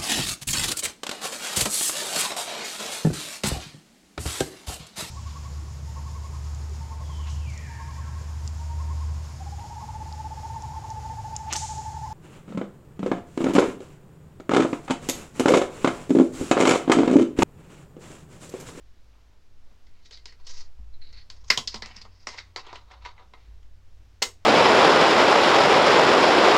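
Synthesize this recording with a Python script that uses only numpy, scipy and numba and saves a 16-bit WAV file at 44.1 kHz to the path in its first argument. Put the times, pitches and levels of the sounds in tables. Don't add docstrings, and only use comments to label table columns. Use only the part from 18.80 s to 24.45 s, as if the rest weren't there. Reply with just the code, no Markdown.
import sys
import numpy as np
from scipy import signal
from scipy.fft import rfft, irfft
from scipy.io import wavfile
from scipy.ndimage import uniform_filter1d
from numba import njit

SR = 44100
rng = np.random.default_rng(int(sys.argv[2]) if len(sys.argv) > 2 else 0)


def digitize_waveform(pressure):
    field = np.atleast_2d(pressure).T
    bounded = np.clip(field, -1, 1)
    quanta = np.round(bounded * 32767).astype(np.int16)
    wavfile.write(sys.argv[1], SR, quanta)


N = 249165
TIME = np.arange(N) / SR

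# start in seconds, upper-mode level in dB, favoured upper frequency in Hz,
# its emphasis in dB, middle-mode, lower-mode and tabletop levels in dB, tearing time in ms.
CRACKS = [(0.3544, -82, 2870, 7.5, -70, -58, -81, 2.4), (0.5294, -78, 3790, 7, -76, -61.5, -62, 2.6),
          (0.9094, -80, 2870, 9.5, -70, -63, -57.5, 6.4), (1.0677, -59, 4170, 25, -61.5, -69, -82, 3.4),
          (1.257, -55, 3990, -5, -64, -67, -86, 1.1), (1.3089, -45.5, 3980, 12, -54, -51, -81, 5.3),
          (1.3293, -57, 4050, -5, -65, -76, -76, 1.8), (1.3733, -46, 4040, 20, -55.5, -91, -76, 3.4),
          (1.4566, -36, 4330, 23.5, -46.5, -50, -58, 2.9), (1.5227, -54.5, 4600, 16, -51.5, -58, -79, 2.3),
          (1.6676, -42.5, 5940, -13, -65, -53, -89, 4.8), (1.9894, -70, 2780, 14, -79, -60, -51, 1.9),
          (2.3281, -52, 4340, 15, -61, -58, -66, 1.7), (2.5003, -37, 4360, 13, -47.5, -50, -77, 2.3),
          (2.6403, -55, 5400, 5, -75.5, -57, -76, 4.1), (2.682, -48.5, 5730, 20, -59.5, -63.5, -75, 4),
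          (2.7019, -10.5, 4820, 20, -9.5, -21.5, -34, 3.9), (2.775, -16.5, 3570, 13.5, -44, -26, -30, 2.45),
          (2.8744, -22, 4600, 51, -42.5, -47, -49, 5.1), (2.9428, -30.5, 4650, 26, -39.5, -32.5, -37, 1.95),
          (2.9584, -36.5, 4330, 12, -51, -70, -44, 4), (3.022, -31.5, 4570, 46, -33, -37, -42, 2.08),
          (3.0595, -35.5, 5200, 18, -51, -46, -72, 3.3), (3.1, -61, 5100, 10, -56, -48, -48, 4),
          (3.1626, -38.5, 5100, 32, -58, -51, -48.5, 3.0), (3.2142, -40, 4550, 36, -58, -56.5, -59, 3.1),
          (3.2507, -55, 3490, 20, -59, -43.5, -56, 2.6), (3.47, -30, 4930, 12.5, -28.5, -29.5, -50.5, 2.95),
          (3.5428, -51, 4540, 2, -45, -39, -75, 3.03), (3.5819, -42.5, 4700, 25, -32.5, -44.5, -85, 5.9),
          (3.7617, -26.5, 4330, 29.5, -29.5, -29.5, -68, 1.04),
          (3.7778, -54, 2930, 7, -39.5, -39, -71, 3.5), (3.8657, -48, 3540, 26, -62, -42.5, -61, 4.9),
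          (3.9281, -46, 4560, 28, -47, -34.5, -62, 2.35),
          (3.9571, -41.5, 2980, 27, -46.5, -46, -67.5, 2.85),
          (4.112, -54, 3990, 11.5, -46.5, -50.5, -78, 6.1),
          (4.2474, -48, 4200, 16.5, -37.5, -53, -80, 10.5),
          (4.3801, -71.5, 2920, 10, -48.5, -55.5, -70.5, 1.4),
          (4.5365, -51.5, 3850, 21.5, -46.5, -42, -78.5, 2.7),
          (4.8294, -61, 2965, 12.5, -69.5, -75.5, -65.5, 2.5),
          (5.42, -28.5, 4950, -6, -26.5, -23, -42, 1.7), (5.4233, -14, 5340, -3.5, -23, -25.5, -48, 3.2)]

def cracks():
    out = np.zeros(N + SR)
    for start, upper_db, upper_hz, emphasis_db, middle_db, lower_db, table_db, tear_ms in CRACKS:
        force = fracture_force(tear_ms)
        tick = edge_tick()
        tick_db = -3 + 1.4 * upper_db - .3 * emphasis_db
        responses = np.array([*struck_modes(start, upper_hz, emphasis_db), tick])
        sounds = signal.fftconvolve(force, responses, axes=1)
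        peak_rms = np.sqrt(uniform_filter1d(sounds ** 2, size=200).max(axis=1))
        gains = undb([upper_db, middle_db, lower_db, table_db, tick_db]) / peak_rms
        add(out, gains @ sounds, int(start * SR) - 40)
        blow = gains * np.linalg.norm(sounds, axis=1) / np.linalg.norm(responses, axis=1)
        add(out, room(blow @ responses), int((start + tear_ms / 2000) * SR))
    return out[:N]


def fracture_force(tear_ms):
    t = TIME[:SR // 20]
    progress = t / (tear_ms / 1000)
    rush = progress ** .66 * np.exp(-progress ** 1.7)
    chatter = undb(-14) * np.minimum(progress, 1) * np.exp(-t / .01)
    breaks = rng.standard_normal((5, len(t)))
    return breaks * undb(3.9 * rng.exponential(size=len(t))) * (rush + chatter)


def edge_tick():
    t = TIME[:SR // 8]
    burst = rng.standard_normal(len(t)) * np.exp(-t / .00041)
    return band(band(burst, 12000, 9900), 12000, 9900)


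# frequency in Hz, time to decay by 60 dB in seconds, relative level in dB.
UPPER_MODES = [(2960, 0.013, -6.5), (3150, 0.013, -2), (3425, 0.011, -1.5), (3903, 0.0061, 5),
               (4454, 0.0055, 6), (4880, 0.011, 2), (5253, 0.0098, 6.5), (5600, 0.0073, 5),
               (6290, 0.0031, 9), (6530, 0.01, -0.5), (7520, .004, 2), (8150, 0.0053, -4)]
MIDDLE_MODES = [(1470, 0.0024, -2.5), (1700, .012, -6.5), (1944, 0.012, 1), (2050, 0.12, -8.5),
                (2100, 0.012, 8), (2387, 0.025, -10.5), (2570, 0.004, 3.5)]
LOWER_MODES = [(410.2, 0.039, -19.5), (479, 0.031, 4), (620, 0.015, 6.5), (770, 0.052, 0),
               (970, 0.0094, 13), (1028, 0.043, -3), (1270, 0.069, -7.5)]
TABLETOP_MODES = [(138, .09, -4), (195, 0.064, -4), (214, 0.072, 6)]
# time in seconds, favoured lower frequency in Hz.
GRIP = [(0, 1000), (.5, 996), (1, 480), (2.35, 450), (2.48, 1200), (2.9, 980), (3.9, 954), (4.3, 781),
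        (4.9, 944.6), (5.4, 480), (5.65, 480)]
GRIP_EMPHASIS_DB = 6.5

def struck_modes(start, upper_hz, emphasis_db):
    return (ring(UPPER_MODES, upper_hz, emphasis_db),
            ring(MIDDLE_MODES, .46 * upper_hz, emphasis_db=5),
            ring(LOWER_MODES, curve(GRIP, start), GRIP_EMPHASIS_DB),
            ring(TABLETOP_MODES))


def ring(modes, favoured_hz=1000, emphasis_db=0):
    hz, t60, db = np.transpose(modes)[:, :, None]
    t = TIME[:SR // 8]
    detune, imbalance = rng.standard_normal((2, len(modes), 1))
    levels = db + emphasis_db * nearness(hz, favoured_hz) + 2 * imbalance
    waves = np.sin(2 * np.pi * hz * (1 + .015 * detune) * t) * decay(t, t60)
    return radiate(np.sum(undb(levels) * waves, axis=0), modes)


def nearness(hz, favoured_hz, octaves=.3):
    return np.exp(-(np.log2(hz / favoured_hz) / octaves) ** 2)


def radiate(x, modes):
    edges_hz = modes[0][0] / 1.15, modes[-1][0] * 1.2
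    return signal.sosfilt(signal.butter(2, edges_hz, "bandpass", fs=SR, output="sos"), x)


# peak, rise and fall times in seconds, squeal level in dB, squeal centre in Hz,
# its quality factor, middle and lower rasp levels in dB.
SWELLS = [(.4, 0.27, 0.34, -87, 4000, 3, -78, -74.5), (.9, 0.17, 0.19, -84, 4000, 2.7, -80, -69.5),
          (1.2, 0.23, 0.036, -72.5, 4230, 2.4, -70.5, -73), (1.262, 0.037, .02, -52, 4480, 1.9, -60, -81),
          (1.33, 0.024, 0.073, -45.5, 4354, 2.9, -57, -59.5), (1.5, 0.053, 0.053, -55, 4510, 4, -55, -69),
          (1.601, 0.011, .03, -61, 4295, 3, -62, -55), (1.68, 0.027, 0.13, -43, 4974, 2, -52, -51.5),
          (1.8, 0.12, 0.06, -46, 4900, 2.2, -54.5, -55), (2.01, 0.046, 0.13, -83, 4200, 3, -80, -74),
          (2.14, 0.027, 0.053, -63.5, 4040, 8, -72, -70), (2.226, 0.019, 0.021, -48, 4124, 8.5, -56, -77),
          (2.274, 0.051, 0.038, -49.5, 4140, 5.9, -58, -84),
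          (2.334, 0.02, 0.12, -51.5, 4320, 7.1, -57, -75), (2.39, 0.13, 0.052, -50, 4300, 5.2, -56, -63),
          (2.531, 0.044, 0.17, -61, 4400, 1.9, -67, -66),
          (2.688, 0.056, 0.011, -55.5, 5590, 1.8, -65, -62.5), (2.925, 0.018, .03, -42, 4488, 3, -52, -59),
          (2.948, 0.015, 0.018, -42.5, 4770, 5.1, -43, -41.5),
          (3.045, .02, 0.25, -55, 4453, 3, -47.5, -53.5), (3.165, .02, 0.12, -53.5, 4990, 3.8, -50, -59),
          (3.23, 0.12, .06, -58.5, 4825, 4, -55, -62.5), (3.44, 0.29, .03, -63, 4940, 3, -67.5, -70.5),
          (3.489, 0.021, 0.1, -44.5, 4797, 1.9, -48, -61.5),
          (3.54, 0.063, 0.09, -50.5, 4720, 1.75, -49.5, -52.5),
          (3.589, 0.016, 0.019, -34.5, 4283, 1.95, -39, -43.5),
          (3.68, .2, 0.076, -70.5, 4200, 2.5, -67.5, -67.5),
          (3.788, 0.015, 0.037, -45, 4470, 3.3, -45.5, -51), (3.9, 0.12, 0.1, -56.5, 4086, 2.5, -50, -48.5),
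          (3.964, 0.044, 0.034, -49, 4110, 2.6, -49.5, -46.5),
          (4.01, 0.036, 0.076, -66, 4000, 2.6, -67.5, -60), (4.122, 0.052, 0.087, -58, 3960, 2.9, -58, -48),
          (4.259, 0.041, 0.06, -47, 4100, 2.6, -45, -40), (4.385, 0.03, 0.086, -62, 3967, 3, -57.5, -47.5),
          (4.59, .05, 0.21, -69, 4016, 2.7, -66, -68.5)]
SWELL_RANGE_DB = 20

def rasp_and_squeal():
    slips = stick_slip()
    peak, rise, fall, squeal_db, centre_hz, quality, middle_db, lower_db = np.transpose(SWELLS)
    coarse_time = TIME[::40]
    since_peak = coarse_time[:, None] - peak
    from_peak = np.maximum(-since_peak / rise, since_peak / fall)
    envelopes = undb(-SWELL_RANGE_DB * from_peak ** 1.2)
    hz = np.interp(TIME, peak, centre_hz)
    width = hz / np.interp(TIME, peak, quality)
    squeal = moving_band(moving_band(slips, hz, width), hz, width) / np.sqrt(width)
    grip_hz = curve(GRIP)
    held_modes = [(f, t60, db + GRIP_EMPHASIS_DB * nearness(f, grip_hz)) for f, t60, db in LOWER_MODES]
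    layers = ((squeal_db, resonate(squeal, UPPER_MODES)),
              (middle_db, resonate(slips, MIDDLE_MODES)),
              (lower_db, resonate(slips, held_modes)))
    direct = np.zeros(N)
    for db, sound in layers:
        strongest_swell = (envelopes * undb(db)).max(axis=1)
        direct += np.interp(TIME, coarse_time, strongest_swell) * sound
    return direct + room(direct)[:N]


def stick_slip():
    slips = rng.standard_normal(N) * undb(1.7 * rng.exponential(size=N))
    slips *= rng.random(N) < .25
    slips *= undb(3.6 * waver(90))
    return slips / np.sqrt(uniform_filter1d(slips ** 2, size=2200))


def resonate(force, modes):
    response = sum(undb(db) * band(force, hz, width=3 / t60) for hz, t60, db in modes)
    return unit(radiate(response, modes))


# band centre in Hz, reverberation time in seconds.
ROOM_DECAY = [(300, .22), (1200, .17), (4000, 0.11), (11000, 0.2)]
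ROOM_DB, ROOM_GAP_S = -4.5, .0016

def room(x):
    t = TIME[:SR // 3]
    tail = sum(band(rng.standard_normal(len(t)), hz, 1.07 * hz) * decay(t, t60) for hz, t60 in ROOM_DECAY)
    tail *= 1 - np.exp(-(t / ROOM_GAP_S) ** 2)
    return signal.fftconvolve(x, undb(ROOM_DB) * tail / np.linalg.norm(tail))


# frequency in Hz, gain in dB.
MICROPHONE_RESPONSE = [(120, -10), (200, -6), (6000, -2), (7500, -3.5), (9000, -13), (11000, -19),
                       (16000, -14.5)]

def microphone(x):
    freqs = np.fft.rfftfreq(2048, 1 / SR) + 1
    cepstrum = irfft(np.log(spectral_gain(freqs, MICROPHONE_RESPONSE)))
    cepstrum[1:1024] *= 2
    cepstrum[1025:] = 0
    impulse_response = irfft(np.exp(rfft(cepstrum)))
    return signal.fftconvolve(x, impulse_response)[:N]


# time in seconds, frequency in Hz, level in dB.
MOTOR_HUM = [(0, 74.3, -81), (1.2, 75.5, -73), (2.101, 83.5, -63.5), (2.8, 86.1, -56.5),
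             (4.001, 86.84, -63.5), (5.65, 87, -59.5)]

def motor_hum():
    times, hz, db = np.transpose(MOTOR_HUM)
    return tone(np.interp(TIME, times, hz)) * undb(np.interp(TIME, times, db) + 1.5 * waver(15))


# time in seconds, level in dB.
RUMBLE_LEVELS = [(0.0, -54), (0.11, -57), (1.2, -67), (1.45, -50), (1.95, -65), (2.0, -39), (2.25, -63.5),
                 (2.38, -45.5), (2.42, -59), (2.64, -50), (2.82, -65), (2.85, -48), (3.87, -67.5),
                 (4.25, -46.5), (4.28, -61), (4.66, -55.5), (4.69, -44.5), (5.1, -62.5), (5.16, -50.5),
                 (5.65, -65)]

def rumble():
    level_db = curve(RUMBLE_LEVELS) + 1.5 * waver(11)
    return tone(hz=52 + 2.2 * waver(8)) * undb(level_db)


def pressure_drift(hz=5, width=3.7):
    drift = band(band(rng.standard_normal(N), hz, width), hz, width)
    return unit(drift) * undb(-47 + 5.5 * waver(3))


# frequency in Hz, relative spectral density in dB.
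HISS_SPECTRUM = [(15, -11), (28, -14), (38, -7), (62, -8), (105, -12), (130, -23.5), (400, -29),
                 (1000, -33.5), (2500, -37.5), (5500, -40), (7000, -45), (9000, -52.5), (16000, -55.5)]
HISS_DB = -65.5

def hiss():
    freqs = np.fft.rfftfreq(N, 1 / SR) + 1
    colour = spectral_gain(freqs, HISS_SPECTRUM)
    colour /= np.sqrt(np.mean((colour * (freqs > 100)) ** 2))
    noise = irfft(rfft(rng.standard_normal(N)) * colour, N)
    return noise * undb(HISS_DB + .6 * waver(5.9))


def undb(db):
    return 10 ** (np.asarray(db) / 20)


def unit(x):
    return x / np.sqrt(np.mean(x ** 2))


def decay(t, t60):
    return np.exp(-np.log(1000) * t / t60)


def tone(hz):
    return np.sqrt(2) * np.sin(2 * np.pi * np.cumsum(hz) / SR)


@njit
def moving_band(x, hz, width):
    out, band_state, low_state = np.empty(len(x)), 0., 0.
    for i in range(len(x)):
        tuning, damping = np.tan(np.pi * hz[i] / SR), width[i] / hz[i]
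        passed = (band_state + tuning * (x[i] - low_state)) / (1 + tuning * (tuning + damping))
        band_state = 2 * passed - band_state
        low_state += 2 * tuning * passed
        out[i] = damping * passed
    return out


def band(x, hz, width):
    return moving_band(x, np.full(len(x), float(hz)), np.full(len(x), float(width)))


def waver(rate_hz):
    hold = int(SR / rate_hz)
    steps = np.repeat(rng.standard_normal(N // hold + 1), hold)
    return unit(uniform_filter1d(uniform_filter1d(steps, hold), hold)[:N])


def curve(points, t=TIME):
    return np.interp(t, *np.transpose(points))


def spectral_gain(freqs, points):
    hz, db = np.transpose(points)
    return undb(np.interp(np.log(freqs), np.log(hz), db))


def add(out, sound, start):
    out[start:start + len(sound)] += sound


def scene():
    cutting = microphone(cracks() + rasp_and_squeal())
    background = motor_hum() + rumble() + pressure_drift() + hiss()
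    return (cutting + background)[None]


def record(dry):
    rounded = dry / (1 + dry ** 8) ** (1 / 8)
    low_pass = signal.ellip(10, .2, 70, 15950, fs=SR, output="sos")
    return .97 * signal.sosfilt(low_pass, rounded)


dry = scene()
out = record(dry)
digitize_waveform(out)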